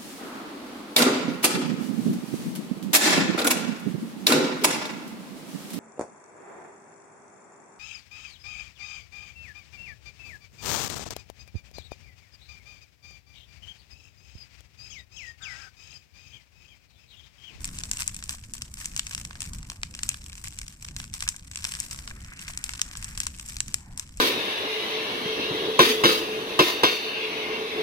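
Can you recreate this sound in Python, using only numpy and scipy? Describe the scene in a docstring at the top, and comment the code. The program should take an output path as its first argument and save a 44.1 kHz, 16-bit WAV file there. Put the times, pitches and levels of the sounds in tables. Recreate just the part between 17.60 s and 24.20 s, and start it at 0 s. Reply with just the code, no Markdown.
"""A pile of green branches burns in an open grove, a few metres away, heard in stereo.
Pockets of sap burst as sharp pops over small crackles, hollow knocks and sizzling leaves.
Steam rushes out of the hot wood in spells and whistles faintly through a narrow split.
Grass and trees return a soft echo; under it all lies a low rumble of flame and outdoor air."""
import sys
import numpy as np
from scipy import signal
from scipy.fft import rfft, irfft, next_fast_len
from scipy.io import wavfile
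from scipy.ndimage import uniform_filter1d, map_coordinates

SR = 44100
rng = np.random.default_rng(int(sys.argv[2]) if len(sys.argv) > 2 else 0)


def file_out(sig):
    """Save sig as 16-bit WAV at sys.argv[1]."""
    # one column per channel
    cols = np.atleast_2d(sig).T
    # limit, then scale
    lim = np.clip(cols, -1, 1)
    pcm = np.round(lim * 32767).astype(np.int16)
    wavfile.write(sys.argv[1], SR, pcm)


N = 291060
BURST_SAMPLES = 512

# bursting sap pockets: start_s, snap_db, body_db (woody tone, relative to the snap), sizzle_db
SAP_POPS = [(0.0444, -27, -14, -42), (0.0543, -28.5, -23, -58), (0.187, -29.5, -14.5, -47),
            (0.2365, -28.5, -11, -40), (0.3141, -20.5, -18, -46), (0.3337, -29.5, -20, -58),
            (0.371, -29.5, -18, -56), (0.3915, -37, -4, -33), (0.4209, -28, -7, -60),
            (0.4777, -20, -29.5, -70), (0.5452, -34.5, -25, -55), (0.565, -33, -22, -47),
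            (0.626, -38.5, -1, -67), (0.6393, -32, -24, -46), (0.6935, -25.5, -16, -36.5),
            (0.7284, -34.5, -25, -54), (0.9368, -29.5, -25, -41.5), (1.02, -28.5, -15, -54.5),
            (1.1402, -34.5, -19, -65), (1.245, -38, -7, -65), (1.2573, -25, -23, -66),
            (1.364, -25.5, -17, -47), (1.3763, -29, -22, -60), (1.3944, -22, -8.5, -66),
            (1.4677, -31.5, -10, -45), (1.5107, -36, -9, -48), (1.533, -35.5, -7, -51),
            (1.549, -25.5, -11.5, -51), (1.5787, -33.5, -6.5, -42.5), (1.6505, -31, -10, -61),
            (1.709, -45.5, 14.5, -64), (1.755, -43.5, 4, -75), (1.8054, -28.5, -21, -64),
            (1.8192, -29, -10.5, -38.5), (1.934, -35.5, -15, -46.5), (2.1, -31, -5, -49.5),
            (2.2328, -27.5, 1, -67), (2.3502, -35, -9.5, -66), (2.391, -35, -3.5, -73),
            (2.433, -22.5, -14.5, -41), (2.491, -18, -21.5, -42), (2.5432, -37.5, 0, -66),
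            (2.84, -36.5, -38, -40.5), (2.8732, -39.5, 0, -79), (2.8823, -34.5, -25, -70),
            (2.988, -30, -18, -51), (3.0153, -34, -8.5, -59), (3.0806, -35.5, -14, -52),
            (3.2248, -38, -20, -48), (3.249, -35.5, -2.5, -58), (3.286, -37, -8, -78),
            (3.3648, -31, -8, -42), (3.4007, -35, 2, -50), (3.4413, -39, -4, -75), (3.539, -28.5, -18, -41),
            (3.606, -30, -13, -39), (3.6243, -27.5, -7, -60), (3.6775, -31, -3.5, -42),
            (3.689, -17.5, -20, -58), (3.7637, -35.5, -21, -75), (3.914, -36.5, -7, -55),
            (3.9586, -29.5, -10.5, -48), (3.973, -33, -9, -47.5), (4.043, -26, -9, -58),
            (4.0506, -25, -5.5, -58), (4.0904, -35.5, -11, -52), (4.1202, -31, -13, -60),
            (4.1385, -33, -8, -56), (4.1517, -32.5, -7, -60), (4.202, -22, -30, -63),
            (4.3108, -32, -17, -38), (4.389, -38, -2.5, -76), (4.4764, -35, -1, -48),
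            (4.815, -38, -19, -46), (4.8804, -35.5, 2, -40), (4.9751, -26, -15.5, -58),
            (5.0408, -24, -18, -41.5), (5.0926, -31, -3.5, -39.5), (5.136, -32.5, -6, -42),
            (5.194, -35, 2, -63), (5.2162, -17.5, -14.5, -63), (5.3337, -43.5, 2, -64),
            (5.3535, -41.5, 6.5, -50), (5.3718, -32.5, -18, -45), (5.4265, -36, -6, -43),
            (5.4442, -28.5, -23, -44.5), (5.576, -29, -10.5, -39), (5.6028, -21, -17, -41),
            (5.6342, -31.5, -12, -55), (5.6677, -23, -12, -60), (5.7974, -35.5, -5.5, -44.5),
            (5.861, -39, -29, -48), (5.8872, -33.5, -29, -41.5), (5.9675, -31, -12, -49),
            (6.0046, -19.5, -16.5, -49.5), (6.0816, -33.5, -13.5, -54.5), (6.1427, -18, -14.5, -72),
            (6.3762, -30, -20.5, -43.5), (6.3965, -25.5, -18, -62), (6.5728, -37, -33, -51.5)]


def pops():
    """Big sap pockets burst: loud ones lie in the open and sound crisp, weak ones come through twigs."""
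    start_s, snap_db, body_db, _ = np.transpose(SAP_POPS)
    scatter_db = np.interp(snap_db, [-36, -20], [-.5, -5.5]) + 1.5 * rng.standard_normal(len(start_s))
    return bursts(start_s, snap_db, body_db, scatter_db,
                  ripple_db=1.5, ring_db=2.5, lag_ms=.185, spread_ms=.033)


def crackles(flare_db, count=700):
    """Small twigs and leaves crack at random times, louder when the fire flares."""
    usual_db, limit_db, leaf_db, twig_db = -53, -41, -16, -4
    when, size, thickness, depth = rng.random((count, 4)).T
    blaze_db = flare_db[(when * N).astype(int)]
    size_db = -4 * np.log(1 - size)  # strong cracks are rare
    snap_db = np.minimum(usual_db + 0.77 * (blaze_db - blaze_db.mean()) + size_db, limit_db)
    body_db = leaf_db + (twig_db - leaf_db) * thickness
    return bursts(when * N / SR, snap_db, body_db, scatter_db=-8 + 8 * depth,
                  ripple_db=2.5, ring_db=5.5, lag_ms=.18, spread_ms=.055)


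def bursts(start_s, snap_db, body_db, scatter_db, ripple_db, ring_db, lag_ms, spread_ms):
    """Each burst is one pressure spike, its bounce off the ground and a brief scatter among the twigs."""
    size = BURST_SAMPLES
    hz, ms = np.fft.rfftfreq(size, 1 / SR), np.arange(size) / SR * 1000
    delay = lambda late_ms: np.exp(-2j * np.pi * hz * late_ms / 1000)
    chance = rng.standard_normal((len(start_s), 2, 2 * size))
    # how late the right side hears a burst depends on its place in the pile
    lag = np.array([[0], [1]]) * (lag_ms + spread_ms * chance[:, :1, -1:])
    ground = delay(1.95 + 0.216 * chance[:, :1, -2:-1] + 0.11 * chance[:, :, -3:-2])
    twigs = chance[..., :size] * (1 - np.exp(-ms / .4)) * np.exp(-(ms / 3.1) ** 2)
    twigs /= np.linalg.norm(twigs, axis=-1, keepdims=True)
    paths = 1 + amp(scatter_db)[:, None, None] * (.72 * rfft(twigs) + np.array([[.3], [.55]]) * ground)
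    # thick wood sounds deeper; every pocket colours its crack a little
    wood = along([(700, 1.14), (1500, 1.11), (2600, 0.65), (4500, 0.69), (7000, 0.027)], hz)
    ripple = unit(uniform_filter1d(chance[:, :1, size:size + len(hz)], size=10))
    # every twig rings at its own pitch, around 2300 Hz
    octaves = np.log2((hz + 1) / 2300) - .6 * chance[:, :1, -5:-4]
    ring = ring_db * np.exp(-(octaves / .28) ** 2)
    colour_db = crack_colour(hz) + (body_db[:, None, None] + 9.0) * wood + ripple_db * ripple + ring
    # some bursts are brighter than others in their highest treble
    colour_db += 2.5 * chance[:, :1, -4:-3] * np.clip((hz - 7000) / 5000, 0, 1)
    spectrum = sharp_attack(colour_db) * paths * delay(lag)
    # snap_db sets the energy above 4 kHz, averaged over 4.5 ms
    snap_energy = np.mean(np.abs(spectrum * (hz > 4000)) ** 2, axis=(1, 2), keepdims=True)
    spectrum /= np.sqrt(snap_energy / (.0045 * SR))
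    lead = size // 16
    waves = np.roll(irfft(spectrum), lead, axis=-1) * amp(snap_db)[:, None, None]
    at = np.clip(np.round(start_s * SR).astype(int)[:, None] - lead + np.arange(size), 0, N)
    return np.array([np.bincount(at.ravel(), waves[:, side].ravel(), N + 1)[:N] for side in range(2)])


def crack_colour(hz):
    """How strong each frequency of a crack is on the left and on the right, in dB."""
    # the tone of a crack on each side: frequency_hz, level_db
    left = [(300, -33), (650, -20), (1100, -9), (1400, -19), (2100, -5), (2600, -2.5), (3300, -7),
            (4700, -5.5), (5500, -4), (6500, -5.5), (7900, 1.5), (9000, -7), (10200, -19), (15000, -26)]
    right = [(300, -34.5), (800, -26), (1150, -14.5), (1650, -5), (2050, -9), (2300, -7.5), (3200, -7.5),
             (4200, -9.5), (5800, -1.5), (6600, -7.5), (7500, -3), (8300, -10.5), (9200, -9.5),
             (10200, -17.5), (15000, -27)]
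    return np.array([along(left, hz), along(right, hz)])


def knocks(ring_s=0.016):
    """Some bursts have no sharp snap, only a brief hollow ring."""
    # hollow knocks: start_s, level_db, pitch_hz
    hollow_knocks = [(0.7434, -39, 1110), (1.2126, -33, 1770), (1.5098, -32, 1650), (2.1176, -39, 1100),
                     (3.6662, -33.5, 1600), (3.7436, -37, 1570), (4.5102, -29.5, 1620), (4.7205, -34, 1560),
                     (4.8978, -38, 1060)]
    # the tones each knock rings with: pitch_ratio, level_db
    knock_tones = [(.68, -5.5), (1, 2.5), (1.47, -1)]
    sound, t = np.zeros(N), np.arange(2 * BURST_SAMPLES) / SR
    envelope = (1 - np.exp(-t / .0005)) * amp(-60 * t / ring_s)
    for start_s, level_db, pitch_hz in hollow_knocks:
        ring = sum(amp(db) * np.sin(2 * np.pi * (pitch_hz * ratio * t + rng.random()))
                   for ratio, db in knock_tones)
        sound[int(start_s * SR):][:len(t)] += amp(level_db) * envelope * ring
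    return from_pile([sound, sound])


def sizzle(flare_db, level_db):
    """Countless tiny bursts in the leaves, each a dry tick and a short puff, merge into a grainy hiss."""
    sparks = (rng.random(N) < 260 / SR) * amp(2 * np.minimum(4.5 * rng.standard_normal(N), 9))
    power = signal.lfilter([1], [1, -np.exp(-1 / (.0016 * SR))], sparks)
    puffs = np.sqrt(.25 + .75 * power / power.mean())
    grains = unit(rng.standard_normal((2, N)) * amp(3.5 * wobble(2500)) * puffs)
    ticks = unit(from_pile([sparks, sparks]) ** .8) * amp(-6)
    # the tone of leaves compared with a crack: frequency_hz, gain_db
    leaf_tone = [(1000, 4.5), (3000, -3), (7000, .5), (14000, 12.5)]
    hiss = unit(filtered(grains + ticks, lambda hz: amp(crack_colour(hz) + along(leaf_tone, hz))))
    flutter_db = 1.5 * wobble(30)
    return hiss * amp(level_db + flare_db + flutter_db)


def flare(hold_s=0.018, fade_db_per_s=254):
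    """Strength of the sizzle in dB: the slow blaze, plus a spurt of sap from each pop that soon dries."""
    # how fiercely the leaves burn: time_s, level_db
    blaze = [(0.0, -47.5), (0.5, -45.5), (0.62, -63), (0.85, -57.5), (1.11, -58), (1.2, -42.5),
             (1.71, -58.5), (2.22, -56.5), (2.9, -50), (3.15, -58.5), (3.86, -57.5), (4.13, -39),
             (4.44, -51), (4.7, -52), (4.79, -50.5), (6.02, -52), (6.2, -58.5), (6.6, -63)]
    power, age_s = amp(curve(blaze)) ** 2, np.arange(SR // 2) / SR
    spurt = amp(-fade_db_per_s * np.maximum(age_s - hold_s, 0)) ** 2
    for start_s, _, _, sizzle_db in SAP_POPS:
        after = power[int(start_s * SR):][:len(age_s)]
        after += amp(sizzle_db) ** 2 * spurt[:len(after)]
    return 10 * np.log10(power)


def steam():
    """Steam sputters out of the heated wood in spells."""
    # spells of steam: peak_s, level_db, half_length_s
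    steam_spells = [(0.1, -67, 0.26), (1.6, -68.5, 0.49), (4.78, -47, 0.13), (5.1, -57, 0.6),
                    (5.5, -50.5, 0.064)]
    # the pitch of the steam jet: time_s, pitch_hz
    steam_pitch = [(4.5, 1600), (4.78, 2150), (5.25, 1600), (5.55, 2008)]
    sputter = unit(amp(1.5 * wobble(13) + 2.5 * wobble(70)))
    return spells(steam_spells, rest_db=-72) * sputter * jet(steam_pitch, width_hz=710)


def whistle():
    """Steam in a narrow split whistles faintly: an airy note and the octave above it."""
    # spells of whistling: peak_s, level_db, half_length_s
    whistle_spells = [(2.0, -67.5, 0.21), (6.3, -61, 0.11)]
    # the gliding note: time_s, pitch_hz
    note = [(6.08, 1060), (6.3, 865), (6.45, 1017)]
    octave = [(time_s, 2 * hz) for time_s, hz in note]
    tone = jet(note, width_hz=170) + amp(-1) * jet(octave, width_hz=500)
    return spells(whistle_spells, rest_db=-90) * tone


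def jet(pitch, width_hz):
    """A jet of steam: a band of noise around a gliding pitch, mostly alike on both sides."""
    noise = rng.standard_normal((2, 1, N)) + .5 * rng.standard_normal((2, 2, N))
    slow_noise = filtered(noise, lambda hz: 1 / (1 + (hz / width_hz) ** 3))
    phase = 2 * np.pi * np.cumsum(curve(pitch)) / SR
    return unit(from_pile(slow_noise[0] * np.cos(phase) + slow_noise[1] * np.sin(phase)))


def spells(rows, rest_db):
    """Gain of a flow that swells and sinks smoothly above a faint steady seep."""
    t = np.arange(N) / SR
    swells = sum(amp(db) ** 2 * np.exp(-((t - peak_s) / half_s) ** 2) for peak_s, db, half_s in rows)
    return np.sqrt(amp(rest_db) ** 2 + swells)


def grove_echo(fire):
    """Grass and trees return a thin, ever-changing echo; leaves throw back the treble best."""
    # how long the echo takes to fade by 60 dB: frequency_hz, fade_s
    fade_times = [(1000, .22), (7000, .28), (15000, .2)]
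    echo, block = np.zeros((2, N + SR)), SR // 4
    for start in range(0, N, block):
        hz, t, noise = signal.stft(rng.standard_normal((2, block)), SR, nperseg=256)
        tail = signal.istft(noise * amp(-60 * t / along(fade_times, hz)[:, None]), SR, nperseg=256)[1]
        part = signal.fftconvolve(fire[:, start:start + block], tail / np.linalg.norm(tail[0]), axes=1)
        echo[:, start:start + part.shape[1]] += part
    return filtered(echo[:, :N], lambda hz: amp(along([(2000, -18.5), (7000, -16.5)], hz)))


def rumble():
    """Flame and outdoor air rumble; a stronger draught lifts the roar near 210 Hz most."""
    # the draught through the flames: time_s, level_db
    draught = [(0.0, -40), (0.94, -47.5), (1.4, -44.5), (1.95, -40.5), (2.22, -44.5), (3.05, -45.5),
               (3.18, -52), (3.31, -40.5), (3.75, -48), (4.4, -42), (4.72, -45), (6.1, -43), (6.6, -46)]
    # the tone of the rumble: frequency_hz, level_db
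    rumble_tone = [(10, -7), (38, -0.5), (80, -3), (200, -12.5), (270, -19.5), (420, -33), (1500, -41),
                   (4000, -61), (12000, -87)]
    draught_db = curve(draught)
    air = moving_air(rumble_tone, patchy_db=2.0)
    roar = filtered(air, lambda hz: np.exp(-((hz - 210) / 80) ** 2))
    roar_gain = amp(0.28 * (draught_db - draught_db.mean()))
    return amp(draught_db) * (air + roar * (roar_gain - 1))


def moving_air(tone, patchy_db):
    """Rushing noise with drifting louder patches, nearly the same on both sides in the bass."""
    # how alike left and right are: frequency_hz, likeness (1 = the same)
    likeness = [(60, .996), (125, .99), (250, .9), (500, .6), (2000, 0)]
    noise = signal.stft(rng.standard_normal((2, N)), nperseg=512)[2]
    patches = uniform_filter1d(rng.standard_normal(noise.shape[1:]), size=5, axis=0)
    patches = uniform_filter1d(patches, size=12, axis=1)
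    pair = signal.istft(noise * amp(patchy_db * unit(patches)), nperseg=512)[1][:, :N]
    angle = lambda hz: np.arccos(np.clip(along(likeness, hz), -1, 1)) / 2
    mid, side = filtered(pair, lambda hz: amp(along(tone, hz)) * [np.cos(angle(hz)), np.sin(angle(hz))])
    return unit(np.array([mid + side, mid - side]))


def from_pile(pair):
    """The pile stands a little to the left, so its sound reaches the right side later."""
    return np.array([pair[0], np.roll(pair[1], round(.00018 * SR))])


def sharp_attack(db):
    """A spectrum with these levels whose sound starts at once, then rings (minimum phase)."""
    cepstrum = irfft(np.log(amp(db)))
    cepstrum[..., 1:BURST_SAMPLES // 2] *= 2
    cepstrum[..., BURST_SAMPLES // 2 + 1:] = 0
    return np.exp(rfft(cepstrum))


def amp(db):
    """Turn decibels into a gain."""
    return 10 ** (np.asarray(db) / 20)


def unit(x):
    """Scale x to an average strength (rms) of 1."""
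    return x / np.sqrt(np.mean(x ** 2) + 1e-20)


def along(points, hz):
    """Read between (frequency_hz, value) points, with octaves evenly spaced."""
    point_hz, values = np.transpose(points)
    return np.interp(np.log(hz + 1), np.log(point_hz + 1), values)


def curve(rows):
    """Join (time_s, value) rows into one value per sample."""
    return np.interp(np.arange(N) / SR, *np.transpose(rows))


def wobble(rate):
    """A smooth curve through `rate` random points a second."""
    return map_coordinates(rng.standard_normal(int(N * rate / SR) + 4), [np.arange(N) * rate / SR])


def filtered(x, response):
    """Scale each frequency of x by response(hz)."""
    size = next_fast_len(N + SR // 2)
    return irfft(rfft(x, size) * response(np.fft.rfftfreq(size, 1 / SR)), size)[..., :N]


def scene():
    """The fire with its echo and steam, over the rumble."""
    flare_db = flare()
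    fire = pops() + knocks() + crackles(flare_db) + sizzle(flare_db, level_db=-1.5)
    return fire + grove_echo(fire) + steam() + whistle() + rumble()


def record(dry):
    """Cut away the treble above about 15 kHz."""
    return filtered(dry, lambda hz: 1 / np.sqrt(1 + (hz / 15050) ** 100))


dry = scene()
out = record(dry)
file_out(out)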